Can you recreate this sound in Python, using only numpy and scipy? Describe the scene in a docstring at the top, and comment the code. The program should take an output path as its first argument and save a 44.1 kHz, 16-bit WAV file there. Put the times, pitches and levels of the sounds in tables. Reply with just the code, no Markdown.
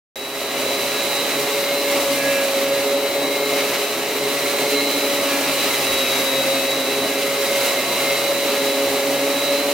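"""A small lawn between a hedge and a house: a corded electric mower is pushed to and fro a few metres away.
Its brush motor whines, pulsing with the mains, and drives a two-winged blade through a reduction gear.
The blade hums, churns air under the deck and twice grazes it; thick tufts rattle the housing.
Cut grass patters and hisses against the housing.
A faint low rumble comes at the start; later, wind briefly bumps the microphone."""
import sys
import numpy as np
from scipy import signal
from scipy.fft import rfft, irfft, next_fast_len
from scipy.io import wavfile

SR = 44100
rng = np.random.default_rng(int(sys.argv[2]) if len(sys.argv) > 2 else 0)


def to_wav(sig):
    """Store sig (one row per channel, or 1-D mono) as 16-bit WAV at the path in sys.argv[1].

    Samples outside -1..1 are clipped; the rate is SR.
    """
    pcm = np.clip(np.atleast_2d(sig), -1, 1) * 32767
    pcm = np.round(pcm).astype(np.int16)
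    wavfile.write(sys.argv[1], SR, pcm.T)  # frames by channels


N = 429093
TIME = np.arange(N) / SR
START_S = 0.157
LEFT_RIGHT = np.array([[1], [-1]])
# stereo width: (frequency [Hz], side re mid [dB])
STEREO_WIDTH = [(60, -13), (110, -23), (200, -17), (380, -17.5), (700, -15.5), (1200, -11), (1550, -7.5),
                (2200, -12), (3300, -5.5), (4400, -6), (8000, 1), (15000, -7.5)]


def from_db(db):
    """Decibels to gain."""
    return np.exp(np.asarray(db) * (np.log(10) / 20))


def rms_one(x):
    """Scale to unit power."""
    return x / np.sqrt(np.mean(np.abs(x) ** 2) + 1e-20)


def in_time(rows):
    """Curve through rows of (time [s], value)."""
    return np.interp(TIME, *np.transpose(rows))


def at_hz(spectrum, hz):
    """Read a spectrum on a log-frequency axis."""
    knots_hz, db = np.transpose(spectrum)
    return np.interp(np.log(hz), np.log(knots_hz), db)


def swells(rows):
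    """Sum of Gaussian bumps from rows of (time [s], sigma [s], peak [dB])."""
    return sum(from_db(db) * np.exp(-.5 * ((TIME - at_s) / sigma_s) ** 2) for at_s, sigma_s, db in rows)


def drift(rate_hz):
    """Slow random curve of unit spread."""
    hop, settle = 100, 1000
    pole = np.exp(-2 * np.pi * rate_hz * hop / SR)
    noise = rng.standard_normal(N // hop + settle + 2)
    slow = rms_one(signal.lfilter([1], [1, -2 * pole, pole * pole], noise)[settle:])
    return np.interp(np.arange(N) / hop, np.arange(len(slow)), slow)


def grains(per_s, size_db):
    """Two independent streams of tiny, uneven impacts."""
    sizes = from_db(size_db * np.minimum(rng.exponential(1, (2, N)), 5))
    hits = rng.random((2, N)) < per_s / SR
    return rms_one(hits * sizes * rng.standard_normal((2, N)))


def coloured(pair, spectrum):
    """Shape two independent excitations into stereo with a mid of rms 1."""
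    size = next_fast_len(N)
    hz = np.maximum(np.fft.rfftfreq(size, 1 / SR), 1)
    shape = from_db(at_hz(spectrum, hz))
    mid = irfft(rfft(pair[0], size) * shape, size)[:N]
    side = irfft(rfft(pair[1], size) * shape * from_db(at_hz(STEREO_WIDTH, hz)), size)[:N]
    return (mid + side * LEFT_RIGHT) / np.std(mid)


def partial(angle, level_db, flutter, flutter_hz, spread_db):
    """Tone of a rotating part: turbulence shakes it, shifting echoes turn its phase at each ear."""
    hz = (angle[-1] - angle[0]) / (2 * np.pi * TIME[-1])
    echo_rad = drift(.5) * np.clip(hz / 3000, 0, 1)
    angle = angle + echo_rad + 2 * np.pi * rng.random()
    cos, sin = np.cos(angle), np.sin(angle)
    turbulence = drift(flutter_hz) * cos + drift(flutter_hz) * sin
    mid = (cos + flutter * turbulence) / np.sqrt(1 + 2 * flutter ** 2)
    side = from_db(at_hz(STEREO_WIDTH, hz) + spread_db) * np.cos(angle + 3.03 * drift(0.48))
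    return np.sqrt(2) * from_db(level_db) * np.array([mid + side, mid - side])


def blade_wobble(wing):
    """Slight imbalance: one cycle per blade turn."""
    return partial(wing / 2, -63.5, flutter=0.45, flutter_hz=5.3, spread_db=-4)


def blade_hum(wing, load_db):
    """Each wing passing the rim gives a pressure pulse; harmonics 2-4 rise and fall unevenly."""
    # harmonics 2, 3, 4: (time [s], level [dB])
    second = [(0.52, -46.5), (1.14, -53), (1.24, -36), (1.54, -45.5), (2.12, -31), (2.42, -36),
              (3.48, -34.5), (3.66, -42), (4.64, -38.0), (4.74, -30), (5.56, -31), (5.94, -36.5),
              (7.08, -31), (8.1, -49.5), (8.52, -31), (9.72, -31)]
    third = [(0.52, -32.5), (1.22, -36), (1.48, -30.5), (2.02, -37), (2.16, -45.7), (2.86, -29.5),
             (5.08, -27), (5.3, -44), (5.56, -30), (6.22, -37), (6.48, -46), (6.82, -28), (7.64, -32.5),
             (7.78, -56), (8.04, -29), (8.34, -41), (8.48, -29.5), (9.72, -31.5)]
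    fourth = [(0.52, -33.5), (0.94, -28), (1.32, -31.5), (1.78, -23.9), (3.0, -20), (3.26, -26.5),
              (3.64, -26.3), (3.94, -36), (4.56, -26.5), (4.86, -30.5), (5.08, -25), (5.74, -32),
              (6.52, -24), (6.9, -29.5), (7.52, -23), (7.82, -30.5), (8.12, -24.5), (9.72, -23)]
    # steadier harmonics: (order [x wing rate], level at mean load [dB])
    steady = [(1, -49.5), (5, -43.5), (6, -44.5), (7, -45.5), (8, -42.5), (9, -48), (10, -47.5)]
    hum = partial(2 * wing, in_time(second) - .2, flutter=0.46, flutter_hz=17, spread_db=-10)
    hum += partial(3 * wing, in_time(third) - .2, flutter=0.6, flutter_hz=10.5, spread_db=-11)
    hum += partial(4 * wing, in_time(fourth) - .3, flutter=0.23, flutter_hz=14.4, spread_db=-8)
    for order, db in steady:
        hum += partial(order * wing, db + 0.74 * load_db, flutter=.65, flutter_hz=6, spread_db=-1)
    return hum


def blade_buzz(wing, load_db):
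    """Wing pulses buzz in the housing; a graze makes a few harmonics ring louder and steadier."""
    # upper harmonics: (order [x wing rate], level re buzz [dB], level re graze [dB])
    harmonics = [(11, -9, -24), (12, -5.5, 1.5), (13, -16, -13), (14, -6.5, -20), (15, -2.5, -20),
                 (16, -6, -22), (17, -8, 0.5), (18, -14, -22), (19, -9.5, -2), (20, -6, -20), (21, -7, -20),
                 (22, -7, -20), (25, -19, -25)]
    # blade grazes the deck: (time [s], sigma [s], peak [dB])
    grazes = [(2.32, .11, -31), (5.35, .08, -36)]
    buzz = from_db(-38.5 + 0.7 * load_db)
    graze = swells(grazes)
    out = np.zeros((2, N))
    for order, buzz_db, graze_db in harmonics:
        rough = buzz * from_db(buzz_db)
        gain = np.hypot(rough, graze * from_db(graze_db))
        out += gain * partial(order * wing, 0, flutter=.2 + .5 * rough / gain, flutter_hz=6, spread_db=-1)
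    return out


def cooling_fan(rotor):
    """Fan tone at 8 cycles per motor turn, swelling now and then."""
    # fan swells: (time [s], sigma [s], peak [dB])
    fan_swells = [(1.78, 0.18, -39), (3.45, .13, -33), (4.7, 0.22, -35), (7.55, 0.15, -39),
                  (7.98, 0.21, -33)]
    gain = from_db(-44) + swells(fan_swells)
    return gain * partial(8 * rotor, 0, flutter=0.45, flutter_hz=14, spread_db=-20)


def casing_db(angle):
    """Boost of a motor tone gliding through the casing's resonances."""
    # resonances: (centre [Hz], width [Hz], boost [dB])
    resonances = [(2588, 22, 7), (3888, 50, 9), (3955, 25, 3), (4042, 28, 4), (11640, 70, 9),
                  (12050, 110, 6)]
    hz = np.gradient(angle) * SR / (2 * np.pi)
    return sum(db / (1 + (2 * (hz - centre) / width) ** 2) for centre, width, db in resonances)


def motor_whine(rotor, torque, load_db):
    """Rotor, bearings and 15 armature slots sing; current peaks add sidebands that grow under load."""
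    # the whine swells and fades: (time [s], gain [dB])
    whine_gain = [(0.52, -0.7), (1.22, 1.9), (1.44, -4), (1.8, 3), (1.98, -5.5), (2.88, 0.8), (4.38, -3.5),
                  (4.8, 5), (5.34, -5), (5.64, 2.5), (5.82, -1.0), (7.04, 2.1), (7.18, -3), (8.36, 2),
                  (8.66, -0.5), (9.36, -2.5), (9.48, 4.5), (9.72, -0.6)]
    # slot tone and sidebands: (offset [x torque rate], level [dB], load share [dB/dB])
    whine_bands = [(-2, -55, 1.2), (-1, -41.5, 0.44), (0, -36.5, 0.16), (1, -41.5, 1.2), (2, -52, .8)]
    # thin sizzle round the third slot harmonic: (offset [x torque rate], level [dB])
    sizzle_bands = [(-1, -61), (0, -48.5), (1, -58)]
    # rotor and bearing tones: (order [x motor speed], level [dB])
    rotor_tones = [(3, -46), (5, -48), (7, -51), (7.3, -49), (8.3, -47), (10, -41.5), (11, -45)]
    slots = 15 * rotor
    whine_db = in_time(whine_gain)
    out = partial(rotor, -42.5, flutter=0.12, flutter_hz=5.7, spread_db=-18)
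    for offset, db, load_share in whine_bands:
        angle = slots + offset * torque
        level_db = db + whine_db + load_share * load_db + casing_db(angle)
        out += partial(angle, level_db, flutter=0.3, flutter_hz=12, spread_db=-2.5)
    for offset, db in sizzle_bands:
        angle = 3 * slots + offset * torque
        out += partial(angle, db + casing_db(angle), flutter=.4, flutter_hz=18, spread_db=4)
    for order, db in rotor_tones:
        angle = order * rotor
        out += partial(angle, db - .8 + casing_db(angle), flutter=0.79, flutter_hz=8.7, spread_db=2.5)
    return out


def churned_air(wing, load_db):
    """Turbulence under the deck, pulsing with each wing."""
    # air noise: (frequency [Hz], density [dB])
    air_spectrum = [(25, -52), (55, -25), (100, -24), (170, -13.5), (250, -4.5), (380, -0.5), (480, -2),
                    (590, 1), (760, -4.5), (1100, -9), (1500, -18.5), (3000, -27.5)]
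    # the deck dips, air surges: (time [s], sigma [s], peak re steady air [dB])
    surges = [(1.97, .025, -7), (3.54, 0.028, -13), (4.62, .02, -11), (7.05, 0.02, -12), (7.65, 0.034, -12),
              (8.55, .02, -11)]
    air = rng.standard_normal((2, N)) * (1 + 0.14 * np.cos(wing)) * from_db(0.81 * drift(13))
    return from_db(-27.5 + 0.12 * load_db) * (1 + swells(surges)) * coloured(air, air_spectrum)


def housing_rattle(torque, load_db, tufts, bites):
    """The housing rattles with the torque pulses, harder when the blade bites."""
    # rattle: (frequency [Hz], density [dB])
    rattle_spectrum = [(500, -23), (1000, -8.5), (1250, -1), (1500, -7), (1800, -3), (2100, 1),
                       (2700, -0.5), (3300, -5), (4200, -4.5), (6000, -12), (10000, -32)]
    rattle = rng.standard_normal((2, N)) + 0.43 * grains(per_s=3000, size_db=4.5)
    rattle *= (1 + 0.048 * np.cos(torque)) * from_db(0.54 * tufts)
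    return from_db(-28.5 + 0.54 * load_db) * (1 + bites) * coloured(rattle, rattle_spectrum)


def clippings(torque, load_db, tufts, bites):
    """Cut grass patters and hisses against the housing."""
    # grass hiss: (frequency [Hz], density [dB])
    grass_spectrum = [(1500, -25), (3500, 3), (4800, 1.5), (6000, 1.5), (7200, 0.5), (8500, 0), (9600, 1),
                      (11400, -1), (13200, 2.5), (14200, 0), (16000, 0)]
    grass = rng.standard_normal((2, N)) + 0.26 * grains(per_s=5000, size_db=1.0)
    grass *= (1 + 0.057 * np.cos(torque)) * from_db(0.83 * tufts)
    return from_db(-28.5 + load_db) * (1 + 0.11 * bites) * coloured(grass, grass_spectrum)


def low_rumbles():
    """A faint low rumble at the start, then brief wind bumps on the microphone."""
    # rumbles: (time [s], sigma [s], peak [dB])
    rumbles = [(.7, .3, -57), (5.92, .03, -45), (6.06, .06, -52), (8.9, .12, -56), (9.68, .08, -55)]
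    # (frequency [Hz], density [dB])
    rumble_spectrum = [(15, -14), (55, 1), (90, -1), (200, -21), (1000, -70)]
    return swells(rumbles) * coloured(rng.standard_normal((2, N)), rumble_spectrum)


def place_right(x, lag_s=16e-6, pan_db=-0.3):
    """The mower is slightly to the right: later and softer on the left."""
    size = next_fast_len(N + 16)
    delay = np.exp(-2j * np.pi * np.fft.rfftfreq(size, 1 / SR) * lag_s)
    left = irfft(rfft(x[0], size) * delay, size)[:N]
    return np.array([left, x[1]]) * from_db(pan_db * LEFT_RIGHT)


def scene():
    """One shaft speed drives motor, gear and blade; the amount of grass sets the load."""
    # motor speed, sagging in thick grass: (time [s], speed [rev/s])
    motor_speed = [(0.16, 259.6), (0.7, 263.2), (1.12, 267.1), (1.48, 266.5), (1.81, 268.8), (2.54, 262.1),
                   (3.0, 266.1), (3.4, 268.0), (3.9, 264.9), (4.74, 269.3), (5.42, 266.5), (5.94, 259.2),
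                   (6.38, 258.4), (7.5, 265.0), (7.78, 262.6), (8.48, 266.5), (8.68, 263.5), (9.15, 265.2),
                   (9.73, 270.4)]
    # amount of grass being cut: (time [s], level [dB])
    cutting = [(0.52, -28), (1.42, -26), (1.68, -28), (2.02, -25), (2.96, -29.5), (3.46, -28.5),
               (3.56, -26.5), (4.1, -29), (4.32, -27), (5.54, -25), (5.64, -24), (6.9, -27.5), (7.4, -26.5),
               (7.66, -23.5), (7.84, -26.5), (8.04, -24.5), (8.18, -26.5), (9.72, -27.7)]
    # blade bites a thick tuft: (time [s], sigma [s], peak re steady rattle [dB])
    tuft_bites = [(1.96, 0.033, -14), (3.6, 0.023, -4), (3.76, .03, -10), (5.32, 0.039, -10),
                  (5.49, .025, -6.5), (5.65, 0.031, -4), (6.1, 0.18, -10), (8.05, 0.066, -22),
                  (8.53, .04, -7)]
    gear_ratio, mains_hz = 21 / 80, 60
    speed_hz = in_time(motor_speed) * (1 + .0004 * drift(9))
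    rotor = 2 * np.pi * np.cumsum(speed_hz) / SR   # phases in rad
    wing = 2 * gear_ratio * rotor   # two wings per blade turn
    torque = 2 * np.pi * 2 * mains_hz * TIME   # two current peaks per mains cycle
    load_db = in_time(cutting)
    load_db -= load_db.mean()

    wobble = blade_wobble(wing)
    mower = blade_hum(wing, load_db) + blade_buzz(wing, load_db)
    mower += cooling_fan(rotor) + motor_whine(rotor, torque, load_db)
    tufts = drift(16)   # the blade meets the grass unevenly
    bites = swells(tuft_bites)
    mower += churned_air(wing, load_db)
    mower += housing_rattle(torque, load_db, tufts, bites)
    mower += clippings(torque, load_db, tufts, bites)
    rise_db = np.interp(TIME, [START_S, 0.61], [-8, 0])
    return place_right(from_db(rise_db) * mower + wobble) + low_rumbles()


def record(dry):
    """The sound opens abruptly; the top treble is cut."""
    open_s, cutoff_hz = 0.0011, 15800
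    gate = np.clip((TIME - START_S) / open_s, 0, 1)
    lowpass_sos = signal.ellip(12, .1, 90, cutoff_hz, fs=SR, output="sos")
    return signal.sosfilt(lowpass_sos, dry * gate)


dry = scene()
out = record(dry)
to_wav(out)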